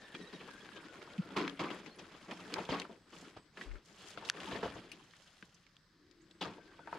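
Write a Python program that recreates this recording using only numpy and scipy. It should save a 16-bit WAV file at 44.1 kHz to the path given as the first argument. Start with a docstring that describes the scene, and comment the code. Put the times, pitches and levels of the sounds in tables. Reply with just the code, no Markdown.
"""Model truck on a forest trail

A dry trail, on a stereo microphone in the hand of someone following a small electric model truck.
Close by, soles thud and crunch on dirt and litter, pebbles tick and one twig snaps. Just ahead the
tyres grind and slide over grit, the gears whine faintly, and chassis and shell rattle as the truck
knocks down a rock step. Behind lie the still wood and a few thin chirps; one puff of wind buffets
the microphone."""
import sys
import numpy as np
from scipy import signal
from scipy.fft import rfft, irfft, next_fast_len
from scipy.io import wavfile
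from scipy.ndimage import uniform_filter1d

SR = 44100
rng = np.random.default_rng(int(sys.argv[2]) if len(sys.argv) > 2 else 0)


def wrap_up_sound(samples):
    """Save the sound to the file named by the first command line argument, as 16-bit audio."""
    columns = np.atleast_2d(samples).T
    # keep every value between -1 and 1, then stretch to whole-number steps
    tamed = np.clip(columns, -1, 1)
    steps = np.round(tamed * 32767).astype(np.int16)
    wavfile.write(sys.argv[1], SR, steps)


N = 307897
TIME = np.arange(N) / SR

# tyres sliding on sand: (start [s], length [s], sand level [dB], trickle level [dB])
TYRE_SLIDES = [(-0.6, 2.06, -67, -79), (1.75, 1.5, -72, -72.5), (3.047, 0.33, -66, -67.5),
               (3.527, 0.19, -62.5, -68.5), (3.811, 0.15, -72, -70), (3.899, 0.28, -63.5, -66.5),
               (4.034, 0.15, -63.5, -67), (4.217, 0.13, -56, -72), (4.314, 0.35, -58, -68),
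               (4.472, 1.45, -70, -76)]


def from_db(db):
    """Decibels to gain."""
    return 10 ** (np.asarray(db) / 20)


def rms_one(x):
    """Scale to unit power."""
    return x / np.sqrt(np.mean(x ** 2) + 1e-20)


def peak_one(x):
    """Scale so that the loudest 4 ms have unit power."""
    return x / np.sqrt(uniform_filter1d(x ** 2, size=180, mode="constant").max())


def in_time(rows):
    """One curve for each column after a table's time column."""
    times, *columns = np.transpose(rows)
    return [np.interp(TIME, times, column) for column in columns]


def at_hz(points, hz):
    """Read a table on a log-frequency axis."""
    frequencies, levels = np.transpose(points)
    return np.interp(np.log(hz), np.log(frequencies), levels)


def phase_of(hz):
    """Running phase of a moving pitch, in radians."""
    return 2 * np.pi * np.cumsum(hz) / SR


def band(x, low_hz, high_hz, order=2):
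    """Causal band-pass."""
    edges = [low_hz, min(high_hz, SR * 9 / 20)]
    return signal.sosfilt(signal.butter(order, edges, "band", fs=SR, output="sos"), x + 1e-18)


def resonance(x, hz, width_hz):
    """Two-pole resonance with unit gain at its peak."""
    radius = np.exp(-np.pi * width_hz / SR)
    feedback = [1, -2 * radius * np.cos(2 * np.pi * hz / SR), radius ** 2]
    return signal.lfilter(np.array([1, 0, -1]) * (1 - radius ** 2) / 2, feedback, x)


def dying(t, t60):
    """Exponential decay, 60 dB down after t60 seconds."""
    return np.exp(-np.log(1000) * t / t60)


def blow(t, rise_s, t60):
    """A quick rise and an exponential decay."""
    return (1 - np.exp(-t / rise_s)) * dying(t, t60)


def swell(start, length):
    """A smooth hump in time."""
    inside = (TIME >= start) & (TIME < start + length)
    return inside * np.sin(np.pi * (TIME - start) / length) ** 2


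def flutter(per_s):
    """A random wander of spread about 1, with per_s new values a second."""
    knots = rng.standard_normal(8000)
    return np.interp(TIME * per_s, np.arange(len(knots)), knots)


def add(out, start, piece):
    """Mix a piece in at start seconds."""
    i = max(round(start * SR), 0)
    out[i:i + len(piece)] += piece[:max(N - i, 0)]


def grains(per_s, spread_db):
    """Random clicks, many small and few large; rms 1."""
    out, born = np.zeros(N), np.flatnonzero(rng.random(N) < per_s / SR)
    sizes = from_db(spread_db * np.minimum(rng.exponential(1, len(born)), 4))
    out[born] = sizes * rng.choice([-1, 1], len(born))
    return rms_one(out)


def contact(t, t60, strike):
    """One sharp impulse of height strike, then a dying rattle."""
    force = rng.standard_normal(len(t)) * dying(t, t60)
    force[0] = strike
    return force


def reflections(t60):
    """A dying cloud of small echoes, of unit energy."""
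    cloud = rng.standard_normal(SR // 3) * dying(TIME[:SR // 3], t60)
    return cloud / np.linalg.norm(cloud)


def forest(level_db=-71):
    """The faint, even hush of the wood all around."""
    # spectrum of the hush: (frequency [Hz], relative level [dB])
    colour = [(12, -40), (20, -3), (88, -5.5), (177, -0.5), (285, -17), (388, -26), (759, -30),
              (1030, -16.5), (1910, -15), (2460, -26), (3400, -21.5), (4940, -17.5), (8180, -40),
              (16000, -44)]
    hz = np.maximum(np.fft.rfftfreq(2 * N, 1 / SR), 1)
    hush = irfft(rfft(rng.standard_normal(2 * N)) * from_db(at_hz(colour, hz)))[:N]
    return from_db(level_db) * rms_one(hush)


def chirps(echo_db=-5, echo_t60=0.22, waver=0.018):
    """Short high glides in the background, scattered by the trees."""
    # thin chirps and squeaks: (start [s], length [s], first pitch [Hz], last pitch [Hz], level [dB])
    glides = [(1.906, 0.024, 4100, 4460, -60), (1.954, 0.017, 10060, 9660, -66.5),
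              (1.985, 0.017, 5640, 6060, -62), (2.329, 0.021, 5570, 5260, -59),
              (6.21, 0.019, 5760, 8300, -69)]
    out, unsteady = np.zeros(N), 1 + waver * flutter(500)
    for start, length, first_hz, last_hz, db in glides:
        hz = np.interp(TIME, [start, start + length], [first_hz, last_hz]) * unsteady
        out += from_db(db) * swell(start, length) * np.sin(phase_of(hz))
    return out + from_db(echo_db) * signal.fftconvolve(out, reflections(echo_t60))[:N]


def wind(start=3.63, length=0.18, left_db=-41, right_db=-55):
    """A puff buffets the microphone, mostly its left port."""
    puff = band(rng.standard_normal((2, N)), 18, 62, order=3) * swell(start, length)
    peak_power = uniform_filter1d(puff ** 2, size=3000).max(axis=1, keepdims=True)
    return from_db([[left_db], [right_db]]) * puff / np.sqrt(peak_power)


def ground(colour, per_s, spread_db, crack_db, cracks_per_s, patchy_db=3.5):
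    """Crushed ground as three voices of rms 1, low to high: packed soil, grit and fine sand."""
    # hollow ring of the packed earth: (frequency [Hz], width [Hz], gain [dB])
    earth_modes = [(183, 24.5, 3.5), (296, 39, -5), (1110, 21, -17)]
    edges_hz = 112 * 2 ** np.arange(0, 7.1, .5)
    cracks = from_db(crack_db) * grains(cracks_per_s, spread_db=4.0)
    voices = np.zeros((3, N))
    for k, (low, high) in enumerate(zip(edges_hz, edges_hz[1:])):
        hz = np.sqrt(low * high)
        voice = int(hz > 450) + int(hz > 2600)
        # small grains clump in one band each; larger cracks reach all grit and sand bands at once
        clumps = grains(per_s, spread_db) * from_db(patchy_db * flutter(75))
        drive = clumps + cracks * (voice > 0) * (-1) ** k
        voices[voice] += from_db(at_hz(colour, hz)) * band(drive, low, high)
    ring = sum(from_db(db) * resonance(voices, hz, width) for hz, width, db in earth_modes)
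    return np.array([rms_one(v) for v in voices + ring])


def deep_earth(low_hz=62, high_hz=175, lumpy_db=2.0):
    """The deep, lumpy voice of the ground; rms 1."""
    return rms_one(from_db(lumpy_db * flutter(14)) * band(rng.standard_normal(N), low_hz, high_hz))


def footsteps(level_db=2.5, soil_boost_db=1.5, crunch_rise_s=0.0043, soil_rise_s=0.0081, linger=1.325):
    """A sole crushes grit and sand at once; the soil takes the weight later and sounds longer."""
    # soles and tyres landing and scuffing:
    # (time [s], relative crunch level [dB], soil offset [dB], sand offset [dB], crunch t60 [s])
    landings = [(0.141, -53, 7, 1, 0.1), (0.186, -59, 14, -2, 0.14), (0.326, -55.5, 3.5, -6, 0.25),
                (0.404, -52, 1.5, -6.5, 0.16), (0.477, -50.5, -6, -5, 0.1), (0.757, -53, -2, -2.5, 0.1),
                (1.014, -52.5, -12, -7, 0.12), (1.302, -52, 2, -8, 0.19), (1.351, -50, -5, -14, 0.11),
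                (1.361, -35.5, 1, -6, 0.24), (1.409, -42, -2, -7, 0.31), (1.592, -41, 0.5, -7, 0.28),
                (1.634, -41.5, -1.5, -11, 0.22), (1.701, -43.5, -2, -9.5, .24), (1.859, -52, 4, -2, 0.1),
                (1.985, -50, -1.5, -4.5, 0.13), (2.112, -53, -3, -9, 0.13), (2.141, -54, -9, -7, 0.13),
                (2.28, -51, 1.5, -14, 0.31), (2.31, -40, -6, -5.5, 0.089), (2.395, -53.5, -6, -12, 0.13),
                (2.518, -48.5, -1, -5.5, 0.24), (2.558, -49.5, -1, -19, 0.31), (2.578, -47, -2.5, -6, 0.3),
                (2.691, -39, -2.5, -6, 0.21), (2.721, -39, -5, -9.5, 0.36), (3.123, -57, -1, -9, 0.34),
                (3.219, -60, 5, -14, 0.12), (3.29, -62, 0, -13, 0.064), (3.363, -49, 0, -7, 0.093),
                (3.569, -59.5, 1, -13, .55), (3.64, -62.5, 5, -7, .3), (4.173, -50.5, -2, -2, 0.095),
                (4.509, -47.5, -7, -3.5, 0.3), (4.548, -44.5, -18, -10, 0.13),
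                (4.627, -42.5, -1.5, -5, 0.22), (4.749, -57.5, 2.5, -3.5, 0.27), (4.83, -63, 6, 0.5, 0.22),
                (4.925, -65, 6, 3, 0.17), (5.425, -55, 5.5, -9, 0.045), (6.41, -40, -3, -1.5, 0.16),
                (6.451, -48.5, 0.5, -7, 0.28)]
    # tone of the ground underfoot: (frequency [Hz], band weight [dB])
    colour = [(29, -52), (50, -33), (150, -12), (240, 2), (285, -5.5), (428, 0), (495, -2), (600, -10),
              (860, -8), (1120, -5), (1400, -12.5), (2620, -13.5), (4450, -24), (8540, -47.5), (12600, -56),
              (16000, -76)]
    power, t = np.zeros((3, N)), TIME[:SR // 2]
    for start, db, soil_db, sand_db, t60 in landings:
        grit = from_db(db) * blow(t, crunch_rise_s, t60)
        soil = from_db(db + soil_db + soil_boost_db) * blow(t, soil_rise_s, t60 * linger)
        for voice, envelope in zip(power, (soil, grit, from_db(sand_db) * grit)):
            add(voice, start, envelope ** 2)
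    crushed = ground(colour, per_s=4000, spread_db=3.0, crack_db=-8.5, cracks_per_s=360)
    return from_db(level_db) * np.sum(np.sqrt(power) * crushed, axis=0)


def thuds(rise_s=0.014):
    """A heavy landing shakes the earth below."""
    # heavy landings: (time [s], relative level [dB], t60 [s])
    landings = [(1.36, -52, .23), (1.59, -50, 0.22), (2.565, -50, 0.22), (2.695, -41, .2), (3.36, -43, .08),
                (4.17, -50, .09), (4.52, -42.5, 0.26), (4.625, -42, .23), (4.745, -50, 0.23),
                (6.45, -42, .2)]
    weight, t = np.zeros(N), TIME[:SR // 2]
    for start, db, t60 in landings:
        add(weight, start, from_db(db) * blow(t, rise_s, t60))
    return weight * deep_earth()


def booms(rise_s=0.0019, sag_per_s=.15, rough=.2, rough_per_s=70):
    """A heavy landing sets a hollow note ringing; its pitch sags as the load eases."""
    # low hollow notes after heavy landings: (time [s], first pitch [Hz], relative level [dB], t60 [s])
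    notes = [(1.374, 345, -32, 0.11), (1.408, 283.5, -29, 0.14), (1.47, 281.5, -42.5, 0.42),
             (1.607, 300, -42, .1), (1.641, 350, -39, .1), (1.708, 315, -37, .09), (2.718, 275, -35, 0.13),
             (3.225, 262, -53.5, .13)]
    out, t = np.zeros(N), TIME[:SR // 2]
    for start, hz, db, t60 in notes:
        note = np.sin(2 * np.pi * hz * t * (1 - sag_per_s * t / 2))
        add(out, start, from_db(db) * blow(t, rise_s, t60) * note)
    return out * (1 + rough * flutter(rough_per_s))


def thump(start=1.179, length=0.037, top_hz=222, end_hz=152, level_db=-27):
    """A soft hollow bump whose pitch sags."""
    hz = np.interp(TIME, [start, start + length], [top_hz, end_hz])
    return from_db(level_db) * swell(start, length) * np.sin(phase_of(hz))


def pebbles(level_db=-4.0, ring_db=1, ring_width_hz=200, half_span_octaves=0.3):
    """Each tick is one sharp contact and a brief rattle that ring at the pitch of the stone."""
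    # pebbles knocked and litter cracking: (time [s], relative peak [dB], pitch [Hz], t60 [s])
    ticks = [(0.149, -41.5, 1640, 0.04), (0.329, -50, 1900, 0.034), (0.69, -47, 1400, .016),
             (0.766, -52, 2200, .02), (1.017, -49, 1900, .025), (1.076, -49, 1190, .03),
             (1.134, -52, 3800, .025), (1.18, -48.5, 2600, .04), (1.367, -34, 2300, 0.061),
             (1.376, -33, 1290, 0.036), (1.385, -43, 2580, 0.028), (1.412, -44, 2700, 0.027),
             (1.478, -33.5, 1700, 0.022), (1.479, -39, 2750, 0.014), (1.497, -42.5, 3240, .013),
             (1.594, -37, 2250, 0.051), (1.607, -46, 3900, .025), (1.638, -48.5, 3000, .018),
             (1.704, -42, 1800, .045), (1.861, -46, 2400, 0.05), (1.992, -49.5, 3150, .04),
             (2.312, -41.5, 2200, 0.04), (2.651, -46.5, 3280, .04), (2.402, -51, 2700, 0.044),
             (2.727, -39, 1950, .04), (2.54, -31, 2600, 0.012), (2.799, -35.5, 3740, 0.017),
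             (2.818, -39, 2400, 0.028), (2.851, -42.5, 955, 0.025), (3.367, -46.5, 620, .035),
             (3.135, -56, 2900, .03), (3.165, -54, 2900, .03), (3.572, -43.5, 1750, 0.08),
             (3.612, -39.5, 1730, 0.043), (3.713, -51.5, 2010, 0.049), (3.755, -52.5, 1480, .06),
             (4.062, -58, 4970, .03), (4.175, -38.5, 1310, 0.018), (4.25, -44.5, 3570, 0.083),
             (4.289, -39, 2750, 0.02), (4.37, -46, 1700, .04), (4.403, -41.5, 2900, 0.04),
             (4.458, -49, 3400, 0.022), (4.518, -47, 2980, .04), (4.563, -48, 3080, 0.033),
             (5.11, -59.5, 4200, 0.012), (5.136, -54, 1830, 0.05), (5.426, -44.5, 1600, 0.014),
             (5.545, -60, 6000, 0.051), (5.666, -57.5, 2090, 0.026), (5.767, -55, 3330, 0.013),
             (6.112, -60, 4250, 0.027), (6.311, -54, 3500, .025), (6.413, -38.5, 3000, 0.036),
             (6.537, -54, 2550, .05)]
    out, t, span = np.zeros(N), TIME[:SR // 10], 2 ** half_span_octaves
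    for start, db, hz, t60 in ticks:
        force = contact(t, t60, strike=5.4)
        click = band(force, hz / span, hz * span, order=1)
        ring = from_db(ring_db) * resonance(force, hz, ring_width_hz)
        tick = band(click + ring, hz / 4, min(hz * 2.8, 7000))
        add(out, start, from_db(db + level_db) * peak_one(tick))
    return out


def hard_ring(t, hz, t60):
    """The few uneven modes of a struck hard body; the higher ones die sooner."""
    # modes of the body: (frequency [multiple of the lowest], gain [dB])
    modes = [(1, 2), (1.48, -16), (2.52, -12)]
    return sum(from_db(db) * np.sin(2 * np.pi * hz * ratio * t) * dying(t, t60 / ratio)
               for ratio, db in modes)


def gravel(stones_per_s=110, low_hz=900, high_hz=4200, ring_cycles=26, fade_db=7, level_db=3):
    """Loose stones clack together after a landing, each at its own pitch, ever more weakly."""
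    # gravel kicked about by the heaviest landings: (start [s], length [s], relative level [dB])
    sprays = [(1.366, .11, -42), (1.595, .1, -40), (1.7, .07, -53), (2.555, .07, -47), (2.689, 0.15, -46),
              (4.361, .13, -52), (4.508, 0.083, -48), (4.628, 0.056, -49), (6.409, 0.087, -48)]
    out, t = np.zeros(N), TIME[:SR // 16]
    for start, length, db in sprays:
        for k, (late, pitch, softness) in enumerate(rng.random((24, 3))):
            delay = (k + late) / stones_per_s
            if delay < length:
                hz = low_hz * (high_hz / low_hz) ** pitch
                gain = from_db(db + level_db + 1.5 - 2 * softness - fade_db * delay / length)
                add(out, start + delay, gain * hard_ring(t, hz, ring_cycles / hz))
    return band(out, 450, 7000)


def clinks(rise_s=0.0018, rough=.25, rough_per_s=150):
    """Short, unsteady clinks and rings from stones and the truck's shell."""
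    # clinks and rings: (time [s], pitch [Hz], relative level [dB], t60 [s])
    rings = [(0.148, 2400, -40, 0.04), (0.149, 3280, -40, 0.036), (1.371, 1034, -39, 0.14),
             (1.48, 1706, -53, 0.15), (1.606, 1290, -41, 0.086), (1.65, 1173, -43.5, 0.16),
             (2.578, 886, -43, 0.11), (2.737, 1110, -35, .14), (3.611, 1930, -45, .06),
             (4.473, 890, -44.5, 0.17), (4.557, 1806, -41, .06)]
    out, t = np.zeros(N), TIME[:SR // 4]
    for start, hz, db, t60 in rings:
        add(out, start, from_db(db) * (1 - np.exp(-t / rise_s)) * hard_ring(t, hz, t60))
    return out * (1 + rough * flutter(rough_per_s))


def twig(start=4.299, left_db=0, right_db=-2):
    """One dry snap, almost straight ahead, rings the twig's short modes."""
    # twig modes: (frequency [Hz], relative level [dB], t60 [s])
    modes = [(1540, -21, 0.0117), (1770, -18.5, 0.011), (2800, -24, 0.0092), (3480, -18.5, 0.0067),
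             (4610, -16, 0.0058), (5630, -22.5, 0.0087), (8600, -36.5, 0.012), (10100, -32.5, 0.0092)]
    out, t = np.zeros(N), TIME[:SR // 20]
    snap = sum(from_db(db) * np.sin(2 * np.pi * hz * t) * dying(t, t60) for hz, db, t60 in modes)
    add(out, start, snap)
    return from_db([[left_db], [right_db]]) * band(out, 1400, 9900, order=4)


def trickle(grains_per_s=2200, low_hz=3720, high_hz=7550, clumps_db=3.5, clumps_per_s=130):
    """The finest grains run off each slide in bright, crackling clumps."""
    flow = sum(from_db(db) * swell(start, length) for start, length, _, db in TYRE_SLIDES)
    falling = grains(grains_per_s, spread_db=4.5) * from_db(clumps_db * flutter(clumps_per_s))
    return flow * rms_one(band(falling, low_hz, high_hz))


def rolling(steady_db=-56, uneven_db=1.34, bumps_per_s=35, catch_db=1.5, catches_per_s=120):
    """Tyres grind soil, grit, sand and the deep earth; sandy slides swell, catch and fade on top."""
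    # how hard tyres and shuffling feet grind the loose ground: (time [s], grit level [dB])
    grinding = [(0, -62.5), (1.25, -59.5), (1.48, -59), (1.55, -62.5), (1.76, -55.5), (1.9, -62),
                (2.06, -63.5), (2.24, -61.5), (2.5, -56), (2.82, -57), (2.87, -72), (2.93, -64.5),
                (2.99, -74.5), (3.09, -74), (3.15, -65.5), (3.26, -62), (3.42, -73), (3.5, -76.5),
                (3.62, -66), (3.76, -65), (3.84, -78), (3.93, -66), (4.1, -64.5), (4.24, -58.5),
                (4.325, -57), (4.38, -51.5), (4.56, -53.5), (4.78, -58.5), (4.88, -63.5), (5.02, -68),
                (5.15, -80.5), (5.85, -83.5), (6.38, -75.5), (6.5, -66), (6.84, -69), (6.98, -53.5)]
    # tone of the ground under the tyres: (frequency [Hz], band weight [dB])
    colour = [(29, -44), (50, -8.5), (125, -15), (189, -5.5), (398, -0.5), (450, -1.5), (630, -7.5),
              (802, -8), (1100, -6.5), (1660, -7), (1820, -8), (2880, -12.5), (8750, -32), (12000, -46.5),
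              (16000, -61)]
    effort_db = in_time(grinding)[0] - steady_db + uneven_db * flutter(bumps_per_s)
    grit = from_db(steady_db + effort_db)
    soil = from_db(steady_db - 0.35 + 0.89 * effort_db)
    sand = from_db(steady_db - 6 + 0.96 * effort_db)
    deep = from_db(steady_db - 14.5 + 0.66 * effort_db)
    slide = sum(from_db(db) * swell(start, length) for start, length, db, _ in TYRE_SLIDES)
    slide *= from_db(catch_db * flutter(catches_per_s))
    gains = np.hypot([soil, grit, sand], [from_db(-16) * slide, from_db(-1.5) * slide, slide])
    crushed = ground(colour, per_s=2500, spread_db=2.0, crack_db=-7.5, cracks_per_s=300)
    return np.sum(gains * crushed, axis=0) + deep * deep_earth()


def hum(start=5.87, fade_s=0.14, hz=320, width_hz=80, level_db=-69):
    """A low unsteady hum while the truck tips back onto its wheels."""
    drone = resonance(resonance(rng.standard_normal(N), hz, width_hz), hz, width_hz)
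    fade_in = np.clip((TIME - start) / fade_s, 0, 1)
    return from_db(level_db) * fade_in * rms_one(drone)


def speed_controller(switching_hz=8017, ripple_hz=71.6, judder_db=3.5):
    """The controller switches with a thin tone that ripples when the motor turns."""
    # how hard the controller is driven: (time [s], tone level [dB], ripple depth [rad])
    drive = [(0, -87, 1), (2.7, -91, .8), (2.95, -87, .3), (3.45, -84, .2), (3.7, -89, .5), (4.25, -87, .5),
             (4.4, -110, 0), (5.68, -110, 0), (5.75, -91, 0), (6.1, -94, 0.09), (6.28, -90, .1),
             (6.36, -86, 1), (6.52, -88, 0.11), (6.7, -84, 1.25), (6.85, -87, 1.1), (6.98, -91, .8)]
    level_db, depth = in_time(drive)
    ripple = np.sin(phase_of(ripple_hz * (1 + .15 * flutter(11))))
    tone = np.sin(2 * np.pi * switching_hz * TIME + depth * ripple)
    return from_db(level_db + judder_db * flutter(15)) * tone


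def gears(wobble=0.0151, wobbles_per_s=130, judder_db=3.0, rasp=0.7, rasp_per_s=220, upper_db=-17):
    """The motor's gears whine, wobble and rasp, and grow overtones when the teeth bite."""
    # gear whine: (time [s], nominal tooth rate [Hz], level [dB])
    motor = [(0, 1850, -62), (.07, 1808, -64), (.13, 1790, -62), (.19, 1945, -66), (.26, 1934, -62.5),
             (.33, 1965, -69), (.39, 1856, -71), (.46, 1765, -69), (.505, 1676, -63), (.55, 1606, -59.5),
             (.6, 1690, -69), (.7, 1700, -72), (.755, 1700, -59), (.8, 1587, -66), (.85, 1520, -65),
             (.89, 1506, -58), (.97, 1495, -69), (1.12, 1466, -65.5), (1.26, 1410, -65), (1.33, 1474, -65),
             (1.9, 1410, -85), (6.45, 1670, -97), (6.6, 1640, -65), (6.66, 1593, -76), (6.72, 1616, -66),
             (6.77, 1570, -72), (6.82, 1556, -64), (6.86, 1474, -74), (6.98, 1600, -64)]
    # teeth biting under load: (start [s], length [s], level [dB])
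    bites = [(.01, 0.082, -66), (0.2, 0.051, -58), (.255, 0.044, -63.5), (0.322, .06, -63),
             (0.586, .05, -66)]
    # overtones of a bite, two to five times the tooth rate: (gain [dB])
    overtones_db = [2, -9, -19, -21]
    hz, level_db = in_time(motor)
    mesh_phase = phase_of(hz * (1 + wobble * flutter(wobbles_per_s)))

    def partial(ratio):
        """A tone at ratio times the tooth rate, rough in level and phase."""
        tone = np.sin(ratio * mesh_phase) * (1 + rasp * flutter(rasp_per_s))
        return tone + np.cos(ratio * mesh_phase) * rasp * flutter(rasp_per_s)

    gain = from_db(level_db + judder_db * flutter(40))
    whine = gain * (partial(0.97) + from_db(upper_db) * partial(2.2))
    bite = sum(from_db(db) * swell(start, length) for start, length, db in bites)
    return whine + bite * sum(from_db(db) * partial(k) for k, db in enumerate(overtones_db, 2))


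def clack(start=4.917, level_db=-45.0, rattle_t60=0.052):
    """A hard part snaps against stone as the truck comes to stand on its nose."""
    # modes of the hard part: (frequency [Hz], width [Hz], gain [dB])
    modes = [(2560, 140, 1), (2810, 140, 1), (4240, 1000, -12), (5600, 300, -21), (8450, 300, -16)]
    out = np.zeros(N)
    force = contact(TIME[:SR // 8], rattle_t60, strike=7.4)
    ring = sum(from_db(db) * resonance(force, hz, width) for hz, width, db in modes)
    add(out, start, peak_one(ring))
    return from_db(level_db) * band(out, 1600, 12000)


def knocks():
    """The truck hits rock: one contact, then loose parts rattle in the chassis and plastic shell."""
    # hits on rock: (time [s], chassis peak [dB], shell peak [dB], rattle t60 [s])
    hits = [(2.56, -51, -43, 0.11), (2.585, -42.5, -42.5, 0.19), (2.69, -37, -40.5, .05),
            (2.723, -36.5, -50, .08), (2.895, -52, -57.5, 0.22), (4.175, -45, -56, 0.043),
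            (4.208, -64, -60, .2), (4.225, -54.5, -50.5, 0.46), (4.512, -42, -55, 0.28),
            (4.552, -42, -53, 0.37), (4.631, -34.5, -44.5, 0.15), (4.655, -38.5, -44.5, 0.1),
            (4.755, -49.5, -57, 0.21), (6.413, -50, -42.5, 0.17), (6.455, -47.5, -45.5, 0.28),
            (6.581, -50.5, -55, 0.094), (6.792, -55.5, -51.5, 0.067), (6.874, -53, -44, 0.085),
            (6.928, -45.5, -36.5, 0.047), (6.95, -51, -46.5, 0.23)]
    # modes of the chassis and of the shell: (frequency [Hz], width [Hz], gain [dB])
    chassis_modes = [(180, 43, 0), (477, 106, -1), (706, 50, -1.5)]
    shell_modes = [(902, 89, 1.5), (1314, 110, -8), (1560, 170, -8.5), (2580, 55, -17)]
    out, t = np.zeros(N), TIME[:SR // 3]
    for start, chassis_db, shell_db, t60 in hits:
        force = contact(t, t60, strike=13)
        for modes, db in ((chassis_modes, chassis_db), (shell_modes, shell_db)):
            body = sum((-1) ** k * from_db(gain_db) * resonance(force, hz, width)
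                       for k, (hz, width, gain_db) in enumerate(modes))
            add(out, start, from_db(db) * peak_one(band(body, 105, 4000)))
    return out


def microphone(x, echo_db=-9, near_t60=0.017, far_t60=0.07, grain_db=-4, left_lead_s=1.2e-5):
    """Two ports: the left hears a little early, echoes differ and grains come from changing sides."""
    # how much the sound differs between the ports: (frequency [Hz], side gain [dB])
    spread = [(60, -13.5), (170, -13.5), (350, -11.5), (700, -11), (1400, -2.5), (2800, -5), (5500, -0.5),
              (10000, 2.5)]
    size = next_fast_len(N + SR // 3)
    hz = np.maximum(np.fft.rfftfreq(size, 1 / SR), 1)
    mid = rfft(x, size)
    echoes = mid * rfft(from_db(echo_db) * (reflections(near_t60) + reflections(far_t60)), size)
    shifting = from_db(grain_db) * rfft(x * flutter(480), size)
    side = from_db(at_hz(spread, hz)) * (echoes + shifting)
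    lead = np.exp(1j * np.pi * hz * left_lead_s)
    return irfft(np.array([(mid + side) * lead, (mid - side) / lead]), size)[:, :N]


def scene():
    """Everything on the trail, heard from the walker's hand."""
    treading = footsteps() + thuds() + booms() + thump() + rolling() + trickle()
    clatter = pebbles() + gravel() + clinks()
    truck = knocks() + clack() + gears() + speed_controller() + hum()
    return microphone(treading + clatter + truck + chirps() + forest()) + twig() + wind()


def record(dry, threshold_db=-19, release_db_per_s=130, attack_s=0.0012, cutoff_hz=15900):
    """The recorder's gain control ducks briefly after a very loud peak; the top is cut steeply."""
    over_db = np.maximum(20 * np.log10(np.abs(dry).max(axis=0) + 1e-9) - threshold_db, 0)
    held_db = np.maximum.accumulate(over_db + release_db_per_s * TIME) - release_db_per_s * TIME
    pole = np.exp(-1 / (attack_s * SR))
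    ducked = dry * from_db(-signal.lfilter([1 - pole], [1, -pole], held_db))
    return signal.sosfilt(signal.ellip(10, .1, 80, cutoff_hz, fs=SR, output="sos"), ducked)


dry = scene()
out = record(dry)
wrap_up_sound(out)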